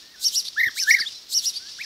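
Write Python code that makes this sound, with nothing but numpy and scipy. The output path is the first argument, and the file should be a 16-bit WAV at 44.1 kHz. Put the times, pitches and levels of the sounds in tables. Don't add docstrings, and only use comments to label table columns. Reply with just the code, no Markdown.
import sys
import numpy as np
from scipy import signal
from scipy.fft import rfft, irfft
from scipy.io import wavfile
from scipy.ndimage import uniform_filter1d

SR = 44100
rng = np.random.default_rng(int(sys.argv[2]) if len(sys.argv) > 2 else 0)


def wrap_up_sound(samples):
    columns = np.atleast_2d(samples).T
    tamed = np.clip(columns, -1, 1)
    steps = np.round(tamed * 32767).astype(np.int16)
    wavfile.write(sys.argv[1], SR, steps)


N = 81585
T = np.arange(N) / SR

# (frequency [Hz], level [dB])
CHORUS_SPECTRUM = [(1500, -24.5), (2500, -14.5), (3700, -2), (5600, -3.5), (7200, -15), (11000, -24.5),
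                   (15500, -40)]
# (frequency [Hz], level [dB])
BREATH_SPECTRUM = [(1500, -24), (2700, -11), (3700, 3), (5800, 3), (7300, -16), (11000, -8), (15500, -31)]


def undb(db):
    return 10 ** (np.asarray(db) / 20)


def colour(x, points):
    hz, db = np.array(points).T
    f = np.maximum(np.arange(N // 2 + 1) * SR / N, 1)
    response_db = np.interp(np.log(f), np.log(hz), db)
    return irfft(rfft(x) * undb(response_db), N)


def noise(points):
    y = colour(rng.standard_normal(N), points)
    return y / y.std()


def wobble(hz):
    f = np.arange(N // 2 + 1) * SR / N
    y = irfft(rfft(rng.standard_normal(N)) / (1 + (f / hz) ** 2), N)
    return y / y.std()


def glide(times, values, size=110):
    return uniform_filter1d(np.interp(T, np.sort(times), values), size)


def loudness(times, db, size=130):
    sounding = (T > min(times)) * (T < max(times))
    return uniform_filter1d(undb(np.interp(T, np.sort(times), db)) * sounding, size)


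def turn(hz):
    return 2 * np.pi * np.cumsum(hz) / SR


def scatter(x):
    tail_spectrum = [(500, 0), (2000, -10.5), (3500, -9), (6000, -6.5), (12000, -0.5), (16000, -3)]  # (frequency [Hz], level [dB])
    level_db, t60_s, delay_s = -10.5, 0.19, 0.0047
    decay = np.exp(-np.log(1000) * T / t60_s)
    tail = noise(tail_spectrum) * (T > delay_s) * decay
    tail = tail / np.linalg.norm(tail)
    return undb(level_db) * signal.fftconvolve(x, tail)[:N]


def twitter():
    chirps_per_s, centre_hz, pitch_spread = 69, 5052, 0.16
    mean_length_s, arch, echo_lift_db = 0.055, .2, 33
    out = 0
    for when, pitch, length, lean in rng.random((int(chirps_per_s * N / SR), 4)):
        u = np.clip(2 * (T - when * N / SR) / (mean_length_s * (.5 + length)), -1, 1)
        top_hz = centre_hz * (1 + pitch_spread * (2 * pitch - 1))
        hz = top_hz * (1 - arch * (u + lean - .5) ** 2)
        out = out + (1 - u ** 2) * np.sin(turn(hz))
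    out = colour(out + undb(echo_lift_db) * scatter(out), CHORUS_SPECTRUM)
    return out / out.std()


def background():
    air_spectrum = [(20, -16), (50, 2), (100, -3), (300, 0), (700, -6), (1500, -3.5), (3000, -4),
                    (9000, -15.5), (15500, -12)]
    # (time [s], level [dB])
    chorus_level = [(0, -45), (.12, -52), (.3, -37.5), (.53, -43), (.7, -42.5), (1.12, -39), (1.26, -48),
                    (1.45, -36.5), (1.62, -42), (1.77, -40), (1.85, -37.5)]
    air_db, flutter_db, twitter_share = -56, 1.48, 0.39
    chorus = np.sqrt(1 - twitter_share) * noise(CHORUS_SPECTRUM) + np.sqrt(twitter_share) * twitter()
    chorus_db = glide(*np.array(chorus_level).T) + flutter_db * wobble(40)
    return undb(air_db) * noise(air_spectrum) + chorus * undb(chorus_db)


def whistles():
    # (time [s], pitch [Hz], level [dB])
    calls = [
        [(.561, 1268, -46), (.566, 1410, -37), (.573, 1631, -32), (.580, 1717, -23), (.599, 1867, -19),
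         (.607, 2160, -16.5), (.615, 1850, -19), (.627, 1834, -24), (.634, 2158, -18.5), (.638, 1930, -16.5),
         (.642, 2160, -16.5), (.652, 1757, -26), (.660, 2030, -19.5), (.666, 1794, -21), (.676, 1906, -20.5),
         (.686, 1663, -25), (.690, 1490, -48), (.697, 1090, -43.5)],
        [(.867, 1437, -34.5), (.880, 1702, -19.5), (.904, 1813, -15), (.913, 2307, -8), (.921, 1864, -17),
         (.934, 1880, -27), (.941, 2069, -15), (.944, 2123, -12.5), (.951, 2240, -11.5), (.955, 1872, -32),
         (.964, 2034, -23.5), (.973, 1835, -26.5), (.981, 1958, -30.5), (.993, 1680, -26), (1.004, 1016, -53.5)],
        [(.945, 1745, -56), (.965, 1590, -43), (.990, 1623, -34.5), (1.012, 1742, -37.5), (1.018, 2253, -29),
         (1.025, 1874, -28), (1.038, 1770, -31), (1.050, 1476, -50.5), (1.060, 1060, -62)],
        [(.762, 1343, -48), (.772, 1724, -37), (.783, 2195, -34.5), (.790, 2287, -28.5), (.797, 2684, -32.5),
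         (.804, 2217, -44), (.823, 1640, -43), (.848, 1528, -41), (.872, 1556, -41.5)],
        [(1.786, 1378, -44.5), (1.797, 1785, -37), (1.807, 2130, -35), (1.815, 2290, -26), (1.822, 2670, -32),
         (1.830, 2200, -44.5), (1.850, 1630, -45.5)],
        [(.020, 1738, -61.5), (.138, 1900, -60.5), (.148, 1766, -45.5), (.165, 1470, -58.5), (.200, 1515, -63),
         (.245, 1559, -63)],
        [(1.595, 1450, -56.5), (1.650, 1590, -55), (1.690, 1737, -55), (1.715, 1740, -64)],
    ]
    # (frequency [Hz], gain [dB])
    overtone_response = [(2500, -20), (3600, -18), (4400, -21), (5800, -26), (7500, -45), (10000, -57),
                         (11300, -28.5), (15500, -31)]
    pitch_jitter, flutter_db, flicker_db, hiss_db = 0.0078, 1.07, 5, -29
    hiss = undb(hiss_db) * noise(BREATH_SPECTRUM)
    waver = 1 + pitch_jitter * wobble(205)
    flutter = undb(flutter_db * wobble(73))
    flicker = {k: undb(flicker_db * wobble(81)) for k in range(2, 9)}
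    out, overtones = 0, 0
    for call in calls:
        s, hz, db = np.array(call).T
        phase = turn(glide(s, hz) * waver)
        gain = loudness(s, db)
        out = out + gain * (np.sqrt(2) * np.sin(phase) * flutter + hiss)
        overtones = overtones + gain * sum(g * np.sin(k * phase) for k, g in flicker.items())
    return out + colour(overtones, overtone_response)


def chirp(points, lead_hz, rasp_db, tremble_db):
    # (time [s], level [dB])
    hiss_level = [(-.054, -50), (-.04, -39), (-.02, -33), (-.004, -27.5), (.006, -48), (.035, -36.5),
                  (.06, -47)]
    hiss_spectrum = [(1500, -55), (2500, -15), (3500, -22), (5500, 1), (7500, 2.5), (9700, -12),
                     (12000, -2), (15500, -0.5)]
    lead_s, rise_s, snap_s = 0.042, .016, 0.00497
    lead_db, rise_db, snap_db = -46, -32, -28
    lead_ratio, snap_pitch = 1.18, .87
    fall_s, fade_s, fall_db, fade_db = 0.0083, 0.017, -32, -46
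    end_upper_hz, end_lower_hz = 5370, 3830
    jitter_hz, flutter_hz = 711, 219
    octave_db, sum_tone_db, rasp_octave_db = -19.5, -16.5, -4.5
    half_db, three_halves_db, sideband_db = -19.5, -28, -22

    s, upper_hz, lower_hz, upper_db, lower_db = np.array(points).T
    start, end = s[0], s[-1]
    times = np.r_[start - lead_s, start - rise_s, start - snap_s, s, end + fall_s, end + fade_s]
    rough = glide([start - snap_s, start], [1, 0])
    jitter = 0.00703 * tremble_db + 0.065 * rough

    def voice(hz, db, lead, end_hz):
        pitch = glide(times, np.r_[lead, lead, snap_pitch * hz[0], hz, end_hz, end_hz])
        lead_in_db = np.array([lead_db, rise_db, snap_db]) + rasp_db
        gain = loudness(times, np.r_[lead_in_db, db, fall_db, fade_db], size=90)
        phase = turn(pitch * (1 + jitter * wobble(jitter_hz)))
        return phase, gain * undb(tremble_db * wobble(flutter_hz))

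    upper, upper_gain = voice(upper_hz, upper_db, lead_hz * lead_ratio, end_upper_hz)
    lower, lower_gain = voice(lower_hz, lower_db, lead_hz, end_lower_hz)
    voices = upper_gain * np.sin(upper) + lower_gain * np.sin(lower)
    octaves = undb(octave_db) * (.5 * np.sin(2 * lower) + np.sin(2 * upper))
    sum_tone = undb(sum_tone_db) * np.sin(lower + upper)
    half_tones = undb(half_db) * np.sin(upper / 2) + undb(three_halves_db) * np.sin(upper + lower / 2)
    sideband = undb(sideband_db) * np.sin(2 * lower - upper)
    harsh = undb(rasp_octave_db) * rough * (np.sin(2 * lower) + .5 * np.sin(2 * lower + upper))
    partials = octaves + sum_tone + half_tones + sideband + harsh
    partial_gain = np.sqrt(upper_gain * lower_gain + 1e-14)
    hiss_s, hiss_db = np.array(hiss_level).T
    hiss = loudness(start + hiss_s, hiss_db + rasp_db) * noise(hiss_spectrum)
    return voices + partial_gain * partials + hiss


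def chirps():
    # (time [s], upper voice [Hz], lower voice [Hz], upper level [dB], lower level [dB])
    arches = [
        [(.247, 5450, 4550, -22, -20), (.254, 6200, 5500, -26, -18), (.261, 6450, 5600, -21, -16),
         (.276, 5950, 5450, -22, -15), (.285, 5850, 4700, -24, -21)],
        [(.360, 5450, 4650, -20, -18), (.368, 5750, 5250, -19, -23), (.381, 5880, 5580, -19, -16),
         (.392, 5700, 5100, -22, -21), (.401, 5500, 4600, -28, -21)],
        [(.795, 5300, 4450, -29, -22), (.802, 5950, 5450, -26, -21), (.813, 6150, 5300, -26, -23),
         (.825, 5950, 5450, -28, -19), (.835, 5800, 4600, -24, -20)],
        [(.907, 5400, 4600, -23, -19), (.912, 5720, 5100, -19, -28), (.928, 5780, 5350, -20, -21),
         (.938, 5750, 5100, -23, -26), (.945, 5600, 4400, -29, -27)],
        [(1.342, 5300, 4550, -27, -20), (1.349, 5950, 5400, -27, -20), (1.365, 6100, 5750, -29, -16),
         (1.380, 5800, 5450, -20, -17), (1.394, 5800, 4550, -25, -21)],
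        [(1.459, 5300, 4600, -25, -20), (1.466, 5700, 5100, -18, -26), (1.480, 5750, 5400, -21, -19),
         (1.489, 5750, 5050, -21, -27), (1.496, 5700, 4750, -26, -26)],
    ]
    # (lower lead-in pitch [Hz], added rasp level [dB], tremble [dB])
    manners = [(3960, 0.5, 2.15), (3235, 3, 0.8), (3860, 0.5, 3.5), (3250, 0.5, 1.4), (3880, 1, 1.8),
               (3310, 0.5, 0.8)]
    # (frequency [Hz], gain [dB])
    throat = [(1200, -26), (2200, -30), (2900, -2), (5700, -0.5), (7500, -1.5), (9900, 2), (15500, -9)]
    source = sum(chirp(points, *manner) for points, manner in zip(arches, manners))
    return colour(source, throat)


def notes():
    # (start [s], length [s], first pitch [Hz], middle pitch [Hz], last pitch [Hz],
    # level [dB], hiss relative to the tone [dB])
    short_notes = [(0.442, 0.029, 4300, 3670, 3440, -38.5, 5.5),
                   (0.464, 0.017, 3537, 3970, 4320, -33.5, -3.5),
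                   (0.478, 0.013, 4240, 4470, 4400, -28.5, -4), (0.958, 0.022, 3450, 4710, 5630, -35, -8),
                   (0.982, 0.0247, 5950, 5750, 5300, -36.5, -16), (0.983, .018, 3100, 4950, 5300, -27, -19),
                   (0.994, 0.026, 5420, 5100, 4230, -25.5, -16.5),
                   (0.993, 0.034, 3250, 4740, 3390, -23.5, -20),
                   (1.056, 0.031, 3190, 3580, 4030, -26.5, -21), (1.077, 0.0233, 3900, 3150, 2730, -42, -1),
                   (1.134, .060, 3740, 4070, 3760, -41.5, -11), (1.533, 0.028, 3560, 3700, 3930, -39, 3.5),
                   (1.553, 0.034, 4170, 4656, 4690, -27.5, -10),
                   (1.708, 0.031, 5570, 5000, 4280, -41.5, -10)]
    octave_db, pitch_jitter = -19.5, 0.0073
    hiss = noise(BREATH_SPECTRUM)
    waver = 1 + pitch_jitter * wobble(770)
    out = 0
    for start, length, first_hz, middle_hz, last_hz, db, hiss_db in short_notes:
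        u = np.clip((T - start) / length, 0, 1)
        curve = np.polyfit([0, .5, 1], [first_hz, middle_hz, last_hz], 2)
        phase = turn(np.polyval(curve, u) * waver)
        tone = np.sqrt(2) * np.sin(phase) + undb(octave_db) * np.sin(2 * phase)
        out = out + undb(db) * np.sin(np.pi * u) * (tone + undb(hiss_db) * hiss)
    return out


def thumps():
    # (time [s], level [dB], decay time constant [s])
    puffs = [(0.667, -39, 0.012), (1.003, -40.5, 0.0057)]
    puff_spectrum = [(40, -4.5), (110, -5.5), (280, -1.5), (480, -7), (800, -19.5), (2000, -60)]  # (frequency [Hz], level [dB])
    envelope = sum(undb(db) * (T > s) * np.exp(-np.abs(T - s) / decay) for s, db, decay in puffs)
    return noise(puff_spectrum) * uniform_filter1d(envelope, size=180)


def scene():
    birds = whistles() + chirps() + notes()
    return np.tile(background() + birds + scatter(birds) + thumps(), (2, 1))


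def record(dry):
    top_hz = 15600
    low_pass = signal.ellip(10, .2, 80, top_hz, fs=SR, output="sos")
    return signal.sosfilt(low_pass, dry)


dry = scene()
out = record(dry)
wrap_up_sound(out)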